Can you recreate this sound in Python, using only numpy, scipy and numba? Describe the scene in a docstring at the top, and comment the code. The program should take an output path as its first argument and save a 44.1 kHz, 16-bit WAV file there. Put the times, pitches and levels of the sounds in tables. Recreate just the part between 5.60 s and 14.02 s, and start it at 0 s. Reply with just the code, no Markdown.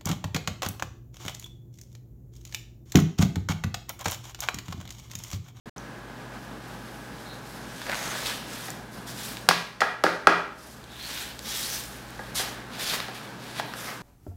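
"""A stack of paper is pulled off a plastic cover, knocked square four times on a wooden table, slid back in.
Each knock makes the table top ring, claps the air under the stack and cracks the sheet edges.
Sliding sheets rustle, hiss, whistle and tick as their fibres catch and slip.
Around it is an echoing room with ventilation noise, a machine hum and a deep drone.
An automatic volume control turns the sound down after each knock and lets it creep back."""
import sys
import numpy as np
from scipy import signal
from scipy.fft import rfft, irfft, next_fast_len
from scipy.io import wavfile
from scipy.ndimage import uniform_filter1d
from numba import njit

SR = 44100
rng = np.random.default_rng(int(sys.argv[2]) if len(sys.argv) > 2 else 0)


def store_wav(level_fs):
    """Save 16-bit WAV to argv[1]."""
    pcm = np.round(np.clip(np.atleast_2d(level_fs), -1, 1) * 32767)
    wavfile.write(sys.argv[1], SR, pcm.T.astype(np.int16))


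N = 371322
T = np.arange(N) / SR

# pushes of one sheet over another: start/s, rise/s, hold/s, fade/s, relative rustle/dB, relative hiss/dB
STROKES = [(.72, 0.086, 0.024, .12, -59, -57), (.88, 0.17, 0.7, .3, -56.5, -57),
           (1.78, 0.093, .3, .2, -54, -53.5), (2.1, .24, .27, 0.33, -39.5, -42),
           (2.62, 0.046, 0.013, 0.19, -32, -41), (2.8, 0.13, .14, 0.18, -44.5, -45),
           (3.29, 0.05, 0.044, .15, -54.5, -50.5), (3.46, 0.014, 0.027, 0.12, -46, -43),
           (3.52, 0.07, .11, 0.19, -42.5, -41), (4.93, .07, 0.14, .12, -56, -46),
           (5.26, 0.24, 0.12, .2, -34.5, -39), (5.8, 0.068, .32, 0.13, -38, -36.5),
           (5.85, 0.11, .06, .35, -44.5, -35), (6.2, .07, .43, 0.088, -51, -55.5),
           (6.745, 0.01, .045, 0.094, -37, -31), (6.77, .025, 0.0062, 0.24, -36, -51),
           (7.07, .08, 0.045, 0.045, -43, -57), (7.185, .012, .14, 0.064, -37, -37.5),
           (7.2, .11, .03, 0.2, -34.5, -50), (7.52, 0.033, .015, 0.25, -43.5, -51.5),
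           (7.75, .11, .03, .14, -44.5, -52), (7.93, .06, .008, .02, -34, -47.5),
           (8, 0.048, 0.092, 0.11, -48.5, -60), (8.12, 0.068, .11, .16, -44.5, -44)]


def undb(db):
    """Turn decibels into a number to multiply by."""
    return 10 ** (np.asarray(db) / 20)


def unit(x):
    """Scale a sound to an average strength (rms) of 1."""
    return x / np.sqrt(np.mean(x ** 2))


def lowpass(x, hz, order=2):
    """Soften everything above hz."""
    return signal.sosfilt(signal.butter(order, min(hz, SR / 2 - 1), fs=SR, output="sos"), x)


def highpass(x, hz, order=2):
    """Soften everything below hz."""
    return signal.sosfilt(signal.butter(order, hz, "high", fs=SR, output="sos"), x)


def colour(x, points):
    """Shape the bass and treble of a sound along a curve of points: f/Hz, level/dB."""
    hz, db = np.transpose(points)
    size = next_fast_len(len(x) + 4096, True)
    f = np.maximum(np.fft.rfftfreq(size, 1 / SR), 1)
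    cepstrum = irfft(np.log(undb(np.interp(np.log(f), np.log(hz), db))), size)
    # fold it in half so that the filter rings only after a click, never before
    cepstrum[1:size // 2] *= 2
    cepstrum[size // 2 + 1:] = 0
    return irfft(rfft(x, size) * np.exp(rfft(cepstrum)), size)[:len(x)]


def wander(rate):
    """A random curve, roughly 1 in size, that heads for a new value rate times a second."""
    knots = rng.standard_normal(N // 100)
    return 1.18 * np.interp(T * rate, np.arange(len(knots)), knots)


def add(track, s, sound):
    """Mix a sound into the track at s seconds."""
    i = int(s * SR)
    track[i:i + len(sound)] += sound[:len(track) - i]


def ring(hz, t60):
    """Half a second of a tone that dies away by 60 dB in t60 seconds."""
    t = T[:SR // 2]
    return np.sin(2 * np.pi * hz * t) * np.exp(-np.log(1000) * t / t60)


def pushes(rows, column=0, rise_db=17.5, fade_db=20.5):
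    """Loudness of a row of pushes: each swells by rise_db, holds, then sinks by fade_db per fade time."""
    power = np.zeros(N)
    for start, rise, hold, fade, *levels in rows:
        early = np.maximum(start + rise - T, 0) / rise
        late = np.maximum(T - start - rise - hold, 0) / fade
        power += undb(np.maximum(levels[column] - rise_db * early - fade_db * late, -150)) ** 2
    return np.sqrt(power)


def ventilation(level_db=-42):
    """Moving air makes a soft, low rush."""
    # tone colour of the air: f/Hz, relative level/dB
    air_colour = [(20, -33), (38, -27), (58, -10), (82, -23), (130, -7), (220, -3), (370, -10), (850, -12),
                  (1250, -14), (1680, -15), (2050, -21), (5000, -29), (11000, -38.5), (16000, -42)]
    return undb(level_db) * unit(colour(rng.standard_normal(N), air_colour)) * undb(0.99 * wander(16))


def machine_hum(waver_db=1, drift_hz=0.96):
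    """A machine hums with a few tones that waver in loudness and pitch."""
    # tones of the hum: f/Hz, level/dB
    tones = [(120, -50), (829, -60.5), (1540, -58.5), (1663, -57.5)]
    out = np.zeros(N)
    for hz, db in tones:
        peak = np.sqrt(2) * undb(db - waver_db * wander(5))
        out += peak * np.sin(2 * np.pi * np.cumsum(hz + drift_hz * wander(8)) / SR)
    return out


def drone(mains_hz=50, mains_db=-6):
    """A deep wandering tone throbs against a mains hum; both swell and fade together."""
    # path of the deep tone: t/s, f/Hz, level/dB
    path = [(0, 54.5, -52), (2, 55, -54), (3, 57, -56), (4.8, 63.3, -51), (5.4, 63.4, -46.5),
            (6.9, 60, -49), (7.3, 60, -62), (8.42, 60, -67)]
    s, hz, db = np.transpose(path)
    tone = np.sin(2 * np.pi * np.cumsum(np.interp(T, s, hz) + wander(1.8)) / SR)
    mains = undb(mains_db) * np.sin(2 * np.pi * mains_hz * T)
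    return (tone + mains) * undb(np.interp(T, s, db))


def room(x, wet_db, t60=.52, treble_t60=0.51, build_s=0.0051):
    """Bare walls send back a wash of echoes that builds quickly and dies in about half a second."""
    walls = [(45, -32), (120, -1.0), (400, -3.5), (1200, -6.5), (2500, 0), (5200, -3),
             (7500, -5.5), (16000, -2.5)]  # f/Hz, level/dB
    t = T[:SR]
    low = lowpass(rng.standard_normal(len(t)), 3740) * np.exp(-np.log(1000) * t / t60)
    high = highpass(rng.standard_normal(len(t)), 4000) * np.exp(-np.log(1000) * t / treble_t60)
    tail = (low + high) * (1 - np.exp(-t / build_s))
    tail = colour(tail / np.linalg.norm(tail), walls)
    return undb(wet_db) * signal.fftconvolve(x, tail)[:N]


def lone_tick(s=.1812, gain_db=-12, hz=6000, t60=.003, rise_s=.0008):
    """One thin, ringing tick before the hand arrives."""
    out, tone = np.zeros(N), ring(hz, t60)
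    add(out, s, undb(gain_db) * tone * (1 - np.exp(-T[:len(tone)] / rise_s)))
    return out


def stray_ticks(count=36, above_db=9, scatter_db=3, centre_hz=5000, octaves=0.65):
    """Random ticks, likelier and louder where the paper rubs harder: rows of t/s, peak/dB, f/Hz."""
    rubbing = pushes(STROKES)
    place, size, pitch = rng.random((count, 3)).T
    at = np.searchsorted(np.cumsum(rubbing) / rubbing.sum(), place).clip(0, N - 1)
    db = 20 * np.log10(rubbing[at]) + above_db + scatter_db * (2 * size - 1)
    hz = centre_hz * 2 ** (octaves * (2 * pitch - 1))
    return list(zip(T[at], db, hz))


def ticks(decay_s=0.0011, min_q=2.0, snap_size=4):
    """A sheet buckles or an edge catches: a sharp click with a brief crumble after it."""
    # snaps of the paper: t/s, peak/dB, centre f/Hz
    snaps = [(2.217, -24, 1400), (2.267, -24, 1690), (2.2965, -17, 1700), (2.3175, -16, 1800),
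             (2.3335, -17.5, 1700), (2.3455, -18, 1600), (2.3545, -18, 1400), (2.6695, -17, 3800),
             (3.104, -19, 8000), (3.7706, -20, 2760), (5.241, -26.5, 4400), (5.792, -18.5, 4350),
             (6.238, -23, 6600), (6.506, -31, 6050)]
    out, t = np.zeros(N), T[:SR // 50]
    for s, db, hz in snaps + stray_ticks():
        snap = rng.standard_normal(len(t)) * np.exp(-t / decay_s)
        snap[0] = snap_size
        resonance = signal.iirpeak(hz, max(min_q, 4 * hz / SR), fs=SR)
        click = signal.lfilter(*resonance, snap)
        add(out, s, click / np.abs(click).max() * undb(db))
    return out


def zips():
    """A sheet edge sticks and slips very fast: a rough whistle whose pitch slides with its speed."""
    # runs of an edge over paper grain: start/s, length/s, first f/Hz, last f/Hz, roughness/Hz, level/dB
    runs = [(1.644, .13, 3940, 4030, 250, -53), (2.345, 0.2, 6550, 6240, 400, -46),
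            (5.286, 0.25, 3820, 3000, 300, -47.5), (5.388, .1, 4100, 4420, 220, -40.5),
            (5.843, 0.13, 3570, 3520, 300, -43.5), (6.014, 0.062, 3400, 4830, 150, -37.5),
            (6.089, 0.103, 5850, 6140, 300, -41), (6.75, .075, 4270, 3300, 800, -36),
            (7.267, .076, 4100, 3300, 800, -38)]
    out = np.zeros(N)
    for start, length, first_hz, last_hz, rough_hz, db in runs:
        progress = np.linspace(0, 1, int(length * SR))
        rough = unit(lowpass(rng.standard_normal(SR), rough_hz))[:len(progress)]
        whistle = np.sin(2 * np.pi * np.cumsum(first_hz + (last_hz - first_hz) * progress) / SR)
        swell = np.sqrt(np.abs(np.sin(np.pi * progress)))
        add(out, start, 2 * undb(db) * swell * rough * whistle)
    return out


def friction(points, grain_db, flutter_db):
    """Paper fibres make countless tiny slips of uneven size while the hand's pressure flutters."""
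    sizes = undb(grain_db * np.minimum(rng.exponential(size=N // 16 + 1), 4.5))
    slips = rng.standard_normal(N) * np.repeat(sizes, 16)[:N]
    return unit(colour(slips, points) * undb(flutter_db * wander(70)))


def flex(x, depth_db=1.2, rate=14, count=12):
    """Sheets bend as they slide, so each band of pitch swells and sinks on its own."""
    size = next_fast_len(N, True)
    spectrum = rfft(x, size)
    octave = np.log2(np.fft.rfftfreq(size, 1 / SR) + 1)
    centres = np.log2(np.geomspace(700, 14000, count))
    bands = (irfft(spectrum * np.interp(octave, centres, pick), size)[:N] for pick in np.eye(count))
    return sum(band * undb(depth_db * wander(rate)) for band in bands)


def sliding(rustle_db=1.3, hiss_db=-.3, drag_db=-1, pressure_db=.4):
    """Sheets rustle and hiss over each other, the stack drags lower, and the hand presses unevenly."""
    # tone colours of four kinds of rubbing: f/Hz, relative level/dB
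    rustle_colour = [(300, -9), (900, -4), (1800, 2), (2700, -0.5), (3700, 2), (5500, -6), (7500, -10),
                     (16000, -17.5)]
    hiss_colour = [(2000, -23), (5000, 1), (7000, -2), (10000, -4), (13000, -5), (16500, -17)]
    silk_colour = [(7000, -25), (11500, -4), (13500, 0), (16000, -4)]
    drag_colour = [(100, -18), (250, -3), (600, 7.5), (1000, 8), (1600, 8.5), (2400, 1.5), (5000, -46)]
    # smooth faces glide with a silky sound: start/s, rise/s, hold/s, fade/s, level/dB
    glides = [(3.5, .1, .11, .12, -50), (5.38, .16, .08, .12, -47), (5.83, .14, .23, .08, -43)]
    # the stack's weight drags on the table: start/s, rise/s, hold/s, fade/s, relative level/dB
    drags = [(2.2, 0.12, .02, 0.15, -32), (2.38, .08, 0.091, 0.35, -36.5), (6.78, .03, 0.12, 0.49, -43),
             (7.31, 0.02, 0.028, 0.2, -40), (8.08, 0.19, .06, 0.11, -40.5)]
    rustle = undb(rustle_db) * friction(rustle_colour, grain_db=2.2, flutter_db=0.94) * pushes(STROKES)
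    hiss = undb(hiss_db) * friction(hiss_colour, grain_db=2.3, flutter_db=1.3) * pushes(STROKES, column=1)
    silk = friction(silk_colour, grain_db=2.2, flutter_db=1.5) * pushes(glides)
    drag = undb(drag_db) * friction(drag_colour, grain_db=3.0, flutter_db=2.2) * pushes(drags)
    return flex(rustle + hiss + silk + drag) * undb(pressure_db * wander(17))


def blows(contact_ms=0.72, low_hz=350, crack_ms=1.9, top_hz=4500):
    """List every blow on the table, with relative levels; the light bumps share the settings above."""
    # the stack lands, one corner first and the rest just after: t/s, wood/dB, contact/ms,
    # bass limit/Hz, clap/dB, clap f/Hz, crack/dB, crack decay/ms, crack treble limit/Hz
    landings = [(3.8886, -4.5, .98, 146, -22, 1640, 1, 1.7, 12000),
                (3.9108, -9.5, 0.29, 300, 10, 1140, -18, 7.4, 6000),
                (4.2055, -14, 0.41, 350, -26, 1387, -16.5, 9, 10000),
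                (4.218, 0.5, 0.56, 580, 10.5, 1320, -9, 4.9, 1200),
                (4.4383, 5, 1, 256, 8, 1380, -6, 2.3, 9100),
                (4.4654, -11.5, 0.49, 300, 10, 1450, -39, 2.4, 3000),
                (4.6709, 4, 0.36, 266, 20, 1300, -1, 2.45, 3500),
                (4.6928, -6.5, 1, 307, -5, 1030, -19, 1.6, 4000)]
    # the cover and the hand bump the table: t/s, wood/dB, clap/dB, clap f/Hz, crack/dB
    bumps = [(3.083, -25, -32, 1290, -34), (6.592, -23, -25, 900, -51), (6.7953, -19.5, -29, 1520, -23),
             (7.3365, -27.5, -14, 1590, -26), (7.402, -45, -20, 1770, -21), (7.483, -24, -21, 1410, -32),
             (7.9979, -20.5, -7.5, 890, -24), (8.1375, -36, -18, 1500, -30)]
    return landings + [(s, wood_db, contact_ms, low_hz, clap_db, clap_hz, crack_db, crack_ms, top_hz)
                       for s, wood_db, clap_db, clap_hz, crack_db in bumps]


def knocks(clap_t60=0.0069, clap_rise_s=0.00055, scatter_db=3, puff_db=-49, bass_cut_hz=130, edges_db=7):
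    """Wood rings, trapped air claps, edges crack. Returns the direct sound and what reaches the walls."""
    # ringing tones of the table top: f/Hz, relative level/dB, time to fade by 60 dB/s
    wood_tones = [(173, -15.5, 0.22), (223, -18, 0.026), (319, -19, 0.1), (405, -17, 0.096),
                  (504, -13, 0.064), (620, -11, 0.05), (744, -12, 0.11), (807, -15.5, 0.13),
                  (900, -14.5, 0.1), (1222, -14.5, 0.091), (1398, -13, 0.069), (1639, -3, 0.057),
                  (1930, 2, 0.016), (2390, -4.5, 0.014), (3500, -5, 0.012)]
    # tone colour of sheet edges striking: f/Hz, relative level/dB
    crack_colour = [(70, -22), (300, -14), (1000, 0), (2000, 1), (2900, -1.5), (3500, -0.5), (4500, 0),
                    (5700, -3.5), (7000, -8.5), (9000, -11.5), (13000, -16), (16000, -18)]
    body, edges, wall_edges = np.zeros((3, N))
    t = T[:SR // 2]
    ms = t * 1000
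    wood_hz = np.array(wood_tones)[:, 0]
    rings = np.array([(-1) ** k * undb(db) * ring(hz, t60) for k, (hz, db, t60) in enumerate(wood_tones)])
    for s, wood_db, contact_ms, low_hz, clap_db, clap_hz, crack_db, crack_ms, top_hz in blows():
        # each spot on the table has its own mix of tones
        spot = undb(scatter_db * (2 * rng.random(len(wood_hz)) - 1))
        # a glancing blow leaves the low tones still, a long contact the high ones
        wood = spot / np.sqrt(1 + (low_hz / wood_hz) ** 6) @ rings
        push = ms * np.exp(-2 * np.pi * ms / contact_ms)
        thud = undb(wood_db) * signal.fftconvolve(wood, push / push.sum())[:len(t)]
        clap = undb(clap_db) * ring(clap_hz, clap_t60) * (1 - np.exp(-t / clap_rise_s))
        puff = undb(clap_db + puff_db) * ring(hz=85, t60=.03)  # air pushed out by a flat landing
        add(body, s, highpass(thud + clap, bass_cut_hz) + puff)
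        fade = undb(crack_db) * np.exp(-ms / crack_ms)
        add(edges, s, lowpass(fade * rng.choice([-1, 1], len(t)), top_hz, order=1))
        # summed over all directions, the edges act as one clean click of the same energy
        click = np.linalg.norm(fade) * (t == 0)
        add(wall_edges, s, lowpass(click, top_hz, order=1))
    direct = body + undb(edges_db) * colour(edges, crack_colour)
    to_walls = body + undb(edges_db) * colour(wall_edges, crack_colour)
    return direct, to_walls


def scene():
    """Knocks and sliding paper with their echoes, over the room's background."""
    direct, to_walls = knocks()
    paper = sliding() + zips() + ticks() + lone_tick()
    echoes = room(to_walls, wet_db=1.5) + room(paper, wet_db=-5.5)
    return (direct + paper + echoes + ventilation() + machine_hum() + drone())[None]


@njit
def follow(x, rise_s, fall_s):
    """Follow a level smoothly, with one delay for going up and one for coming down."""
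    out, level = np.empty(len(x)), 0.
    for i in range(len(x)):
        level += (x[i] - level) / (SR * (rise_s if x[i] > level else fall_s))
        out[i] = level
    return out


def volume_control(x, threshold_db=-16, slope=.5, attack_s=.0002, release_s=1.1, lag_s=.009):
    """Loud blows pull the volume down just after their first peak; it creeps back in a second or two."""
    # the level is capped at 1, so every hard knock brings about the same dip
    level = follow(np.minimum(np.abs(x), 1), attack_s, release_s)
    cut = 1 - np.maximum(level / undb(threshold_db), 1) ** -slope
    return x * (1 - follow(cut, lag_s, lag_s))


def record(dry, top_hz=15750):
    """Control the volume, flatten the hardest peaks, stutter at the start and cut the highest treble."""
    # the sound cuts in, drops out briefly and returns: on/s, off/s
    on_times = [(.058, .095), (.162, 9)]
    switch = sum(1. 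* ((T > on) & (T < off)) for on, off in on_times)
    x = np.clip(volume_control(dry[0]), -1, 1) * uniform_filter1d(switch, SR // 500)
    return signal.sosfilt(signal.ellip(12, .1, 100, top_hz, fs=SR, output="sos"), x)[None]


dry = scene()
out = record(dry)
store_wav(out)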